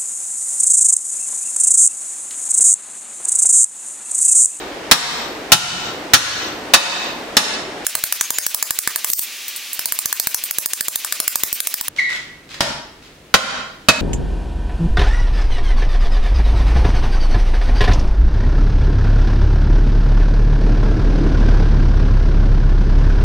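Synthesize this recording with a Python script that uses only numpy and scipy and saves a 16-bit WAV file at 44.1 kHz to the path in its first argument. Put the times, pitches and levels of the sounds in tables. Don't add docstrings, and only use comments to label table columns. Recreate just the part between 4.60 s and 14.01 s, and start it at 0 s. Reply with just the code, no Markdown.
import sys
import numpy as np
from scipy import signal
from scipy.fft import irfft, next_fast_len
from scipy.io import wavfile
from scipy.ndimage import uniform_filter1d

SR = 44100
rng = np.random.default_rng(int(sys.argv[2]) if len(sys.argv) > 2 else 0)


def int16_out(signal):
    q = np.round(np.clip(np.atleast_2d(signal).T, -1, 1) * 32767)
    wavfile.write(sys.argv[1], SR, q.astype(np.int16))


N = 414981


def amp(db):
    return 10 ** (np.asarray(db) / 20)


def curve_at(points, hz):
    frequencies, values = np.transpose(points)
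    return np.interp(np.log(hz + 1), np.log(frequencies + 1), values)


def tilt_db(hz, tilt, knee_hz=700, pivot_hz=2500):
    return tilt * np.log2((hz + knee_hz) / (pivot_hz + knee_hz))


def seconds(length):
    return np.arange(int(length * SR)) / SR


def decay(t, t60):
    return np.exp(-np.log(1000) * t / t60)


def add(mix, time, sound):
    part = mix[:, max(round(time * SR), 0):][:, :sound.shape[-1]]
    part += sound[..., :part.shape[1]]


# (frequency [Hz], correlation [ratio])
COHERENCE = [(25, 1), (60, 0.95), (150, 1), (500, 0.86), (1200, 0.38), (4000, 0.19), (14000, 0.25)]

def noise(size, spectrum, tilt=0):
    padded = next_fast_len(size, True)
    hz = np.fft.rfftfreq(padded, 1 / SR)
    mid, side = rng.standard_normal((2, len(hz), 2)).view(complex)[..., 0]
    correlation = curve_at(COHERENCE, hz)
    colour = amp(curve_at(spectrum, hz) + tilt_db(hz, tilt))
    mid = mid * colour * np.sqrt(1 + correlation)
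    side = side * colour * np.sqrt(1 - correlation)
    stereo = irfft(np.array([mid + side, mid - side]), padded)[:, :size]
    return stereo / stereo.std()


def rush(size, spectrum, flutter_db=0.04):
    flutter = amp(flutter_db * rng.standard_normal(size // 3000))
    envelope = np.interp(np.arange(size), np.linspace(0, size, len(flutter)), flutter)
    return envelope * noise(size, spectrum)


# (frequency [Hz], relative density [dB])
FORGE_SPECTRUM = [(10, -57), (30, -11.5), (70, -14), (150, -11.5), (310, 2), (450, 0), (800, -2.5),
                  (1100, -7), (2000, -8.5), (4500, -16.5), (8000, -24.5), (12000, -34), (16000, -43)]

def forge_roar(size):
    return amp(-32) * rush(size, FORGE_SPECTRUM)


# (frequency [Hz], level [dB])
MOTOR_TONES = [(97, -70), (147, -56.5)]

def motor_hum(size):
    t = np.arange(size) / SR
    return sum(amp(db) * np.sin(2 * np.pi * hz * t) for hz, db in MOTOR_TONES)


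# (frequency [Hz], relative density [dB])
CRACK_SPECTRUM = [(20, -13), (95, -14), (145, -2), (220, -3), (360, -11), (520, -5), (1300, 1.5),
                  (2200, -2.5), (4000, 1), (6500, -4), (9000, -10), (12000, -14.5), (16000, -22)]
# (frequency [Hz], level [dB], T60 [s])
ANVIL_MODES = [(229.4, -20, 0.06), (625.3, -18.5, 0.087), (966, -17.5, 0.056), (1188, -15, 0.037),
               (1348, -15, 0.051), (1495, -10, 0.05), (1668, -17, 0.055), (1859, -7, 0.037),
               (2450, -25, 0.32), (2587, -18.5, 0.18), (3052, -13, 0.097), (3720, -9.5, 0.082),
               (3797, -15.5, 0.18), (4510, -12, 0.15), (5330, -16, 0.17), (5985, -16.5, 0.15),
               (6790, -23, 0.1), (7000, -19, 0.12), (9240, -22, 0.18)]

def hammer_blow(force_db, tilt, scatter_db=1.5, spread_rad=0.22):
    t = seconds(0.2)
    envelope = decay(t, t60=0.096) + 0.58 * decay(t, t60=0.045)
    crack = noise(len(t), CRACK_SPECTRUM, tilt) * envelope
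    modes = np.array([amp(db) * decay(t, t60) * np.exp(2j * np.pi * hz * t)
                      for hz, db, t60 in ANVIL_MODES])
    mode_hz = np.array(ANVIL_MODES)[:, 0]
    weights = amp(scatter_db * rng.standard_normal(len(modes)) + tilt_db(mode_hz, tilt))
    phases = 2 * np.pi * rng.random(len(modes)) + spread_rad * rng.standard_normal((2, len(modes)))
    anvil = ((weights * np.exp(1j * phases)) @ modes).real
    return amp(force_db) * (crack + anvil)


def ring(hz, db, t60, detune=0.0038, twin_gain=0.82):
    t = seconds(2)
    phase = 2 * np.pi * hz * t
    return amp(db) * decay(t, t60) * (np.sin(phase) + twin_gain * np.sin((1 - detune) * phase))


# (time [s], force [dB], tilt [dB/octave], bar's note [Hz], note level [dB])
SINGLE_BLOWS = [(-.42, 7, 3, 2600, -18), (0.3126, 5, 1, 2475, -15), (0.9194, 9, 1, 2970, -7),
                (1.5355, 6.5, .5, 2585, -17), (2.1367, 7.5, 0, 2574, -3.5),
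                (2.7685, -5.5, 0.05, 5320, -10.5), (8.0066, -12.5, -2.5, 5140, -24),
                (8.7406, -0.5, -2.5, 3650, -22), (9.286, 2, -3, 2570, -5.5)]
# (frequency [Hz], level [dB], T60 [s])
FLAT_BAR_MODES = [(623, -15.5, 0.12), (3750, -17, .25), (12100, -38, 1.2)]

def single_blows(note_t60=0.16, flat_until_s=2.2):
    for time, force_db, tilt, note_hz, note_db in SINGLE_BLOWS:
        yield time, hammer_blow, (force_db, tilt)
        yield time, ring, (note_hz, note_db, note_t60)
        if time < flat_until_s:
            for mode in FLAT_BAR_MODES:
                yield time, ring, mode


# (frequency [Hz], relative level [dB])
ROOM_SPECTRUM = [(20, -13.5), (95, 0.5), (145, -1.5), (600, 2), (1500, 0.5), (4000, -1), (16000, 1.5)]
# (frequency [Hz], T60 [s])
ROOM_DECAY = [(60, 0.8), (250, 0.59), (1000, 0.67), (4000, 0.62), (8000, 0.5), (15000, 0.23)]

def reverberate(sound, wet_db=-0.94, build_s=0.008):
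    hz, t, bands = signal.stft(noise(SR, ROOM_SPECTRUM), SR, nperseg=256)
    envelope = decay(t, curve_at(ROOM_DECAY, hz)[:, None]) * (1 - np.exp(-t / build_s))
    _, tail = signal.istft(bands * envelope, SR, nperseg=256)
    reflections = signal.oaconvolve(sound, tail / np.linalg.norm(tail[0]), axes=1)
    return sound + amp(wet_db) * reflections[:, :sound.shape[1]]


def gain_control(sound, threshold_db=-16, attack_s=0.012, recovery_db_per_s=88, ceiling=0.82):
    block = 32
    blocks = sound[:, :sound.shape[1] // block * block].reshape(2, -1, block)
    power = signal.lfilter(np.ones(4) / 4, 1, np.mean(blocks ** 2, axis=(0, 2)))
    t = np.arange(len(power)) * block / SR
    excess_db = np.maximum(10 * np.log10(power + 1e-12) - threshold_db, 0)
    held_db = np.maximum.accumulate(excess_db + recovery_db_per_s * t) - recovery_db_per_s * t
    pole = np.exp(-block / SR / attack_s)
    reduction_db = signal.lfilter([(1 - pole) ** 2], [1, -2 * pole, pole ** 2], held_db)
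    gain = np.interp(np.arange(sound.shape[1]) / SR, t, amp(-reduction_db))
    return np.clip(sound * gain, -ceiling, ceiling)


# (first time [s], last time [s], blows [count],
# slowing [ratio], settled force [dB], first blow's offset [dB], tilt [dB/octave])
HAMMER_RUNS = [(3.2667, 3.6105, 5, 0.0025, 7.5, -5.5, -2), (3.7047, 4.188, 7, 0.0055, 14, -6.5, 1),
               (4.2748, 4.4455, 3, 0.011, -2.5, 5.5, -0.5), (5.193, 5.7452, 9, .084, 9, -12.5, .5),
               (5.9099, 6.3576, 7, 0, 11, -0.5, 2), (6.4475, 6.8347, 6, .011, 14.5, -16.5, 0),
               (7.0032, 7.2822, 5, 0.026, 3, 12, 2.5)]

def hammer_runs(settle_blows=1.9, scatter_db=1.7):
    for first, last, count, slowing, force_db, offset_db, tilt in HAMMER_RUNS:
        index = np.arange(count)
        progress = index / index[-1]
        times = first + (last - first) * (progress - slowing * progress * (1 - progress))
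        forces_db = force_db + offset_db * np.exp(-index / settle_blows)
        forces_db += scatter_db * rng.standard_normal(count)
        for time, db in zip(times, forces_db):
            yield time, hammer_blow, (db, tilt)


# (time [s], duration [s], first pitch [Hz], last pitch [Hz], level [dB])
SQUEAK_GLIDES = [(3.595, 0.2, 725, 767, -30), (3.65, 0.16, 790, 870, -33), (3.737, 0.51, 863, 895, -31),
                 (3.82, 0.26, 845, 823, -25), (7.385, 0.027, 2163, 1976, -10.5),
                 (7.39, 0.13, 1933, 1935, -19)]

def squeak(length, first_hz, last_hz, db, waver=0.018, octave_db=-19):
    t = seconds(0.46)
    progress = np.minimum(t / length, 1)
    drift = uniform_filter1d(rng.standard_normal(len(t)), size=200)
    hz = (first_hz + (last_hz - first_hz) * progress) * (1 + waver * drift / drift.std())
    phase = 2 * np.pi * np.cumsum(hz) / SR
    envelope = np.sin(np.pi * np.sqrt(progress))
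    return amp(db) * envelope * (np.sin(phase) + amp(octave_db) * np.sin(2 * phase))


# (frequency [Hz], relative density [dB])
THIN_STEEL_SPECTRUM = [(60, -46), (250, -12), (600, 8.5), (1500, 18), (4000, 20), (7000, 10.5),
                       (11000, -2.5), (16000, -10)]
# (frequency [Hz], level relative to the knock [dB], T60 [s])
TOOL_MODES = [(566, -35, 1.03), (1026, -26, 0.57), (1780, -26, 0.99), (1866, -22, 0.55)]
# (time [s], level [dB])
TOOL_KNOCKS = [(4.4716, -13), (4.5012, 3), (4.5163, -2), (4.5335, 22), (4.5929, 9), (4.882, -12),
               (4.962, -13), (5.1316, -6.5), (5.8385, -2.5), (6.9282, 4), (7.942, -30.5), (9.2165, -53)]

def knock(db, t60=0.094):
    t = seconds(0.2)
    sound = np.tile(sum(ring(*mode) for mode in TOOL_MODES), (2, 1))
    add(sound, 0, noise(len(t), THIN_STEEL_SPECTRUM) * decay(t, t60))
    return amp(db) * sound


# (time [s], duration at natural speed [s], level [dB])
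BAR_SLIDES = [(4.48, 0.58, -22), (4.57, 0.67, -16), (7.36, 0.092, -34), (7.49, 0.11, -32.5),
              (7.89, 0.072, -39), (8.42, 0.091, -49)]

def scrape(length, db, grit_db=4):
    t = seconds(1.0)
    grit = uniform_filter1d(rng.standard_normal(len(t)), size=150)
    stroke = np.sin(np.pi * np.sqrt(np.minimum(t / length, 1)))
    return amp(db + grit_db * grit / grit.std()) * stroke * noise(len(t), THIN_STEEL_SPECTRUM)


# (frequency [Hz], relative density [dB])
IDLE_SPECTRUM = [(15, -38), (25, 8), (130, 5.5), (344, 8.5), (840, -2.5), (1520, -3.5), (1700, -3),
                 (3250, -5.5), (9070, -16), (16000, -23)]

def idle_shop(size):
    return amp(-46.5) * rush(size, IDLE_SPECTRUM)


def stretch(start, end, background, level_db, speed=1):
    size = (round(end * SR) - round(start * SR)) * speed
    events = [*single_blows(), *hammer_runs()]  # (time [s], source, its settings)
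    for table, source in (SQUEAK_GLIDES, squeak), (TOOL_KNOCKS, knock), (BAR_SLIDES, scrape):
        events += [(time, source, settings) for time, *settings in table]
    work = np.zeros((2, size))
    for time, source, settings in events:
        if start <= time < end:
            add(work, (time - start) * speed, source(*settings))
    shop = reverberate(work) + background(size) + motor_hum(size)
    return amp(level_db) * signal.resample_poly(gain_control(shop), 1, speed, axis=1)


def scene():
    lead_in_s, fast_from_s, fast_to_s = 0.5, 3.247, 7.288
    opening = stretch(-lead_in_s, fast_from_s, forge_roar, level_db=2.5)
    fast = stretch(fast_from_s, fast_to_s, forge_roar, level_db=2, speed=8)
    closing = stretch(fast_to_s, N / SR, idle_shop, level_db=1.5)
    return np.hstack([opening[:, round(lead_in_s * SR):], fast, closing])


def record(dry, cutoff_hz=16050):
    lowpass = signal.firwin(601, cutoff_hz, window=("kaiser", 8), fs=SR)
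    return signal.oaconvolve(dry, lowpass[None], "same")


dry = scene()
out = record(dry)
int16_out(out)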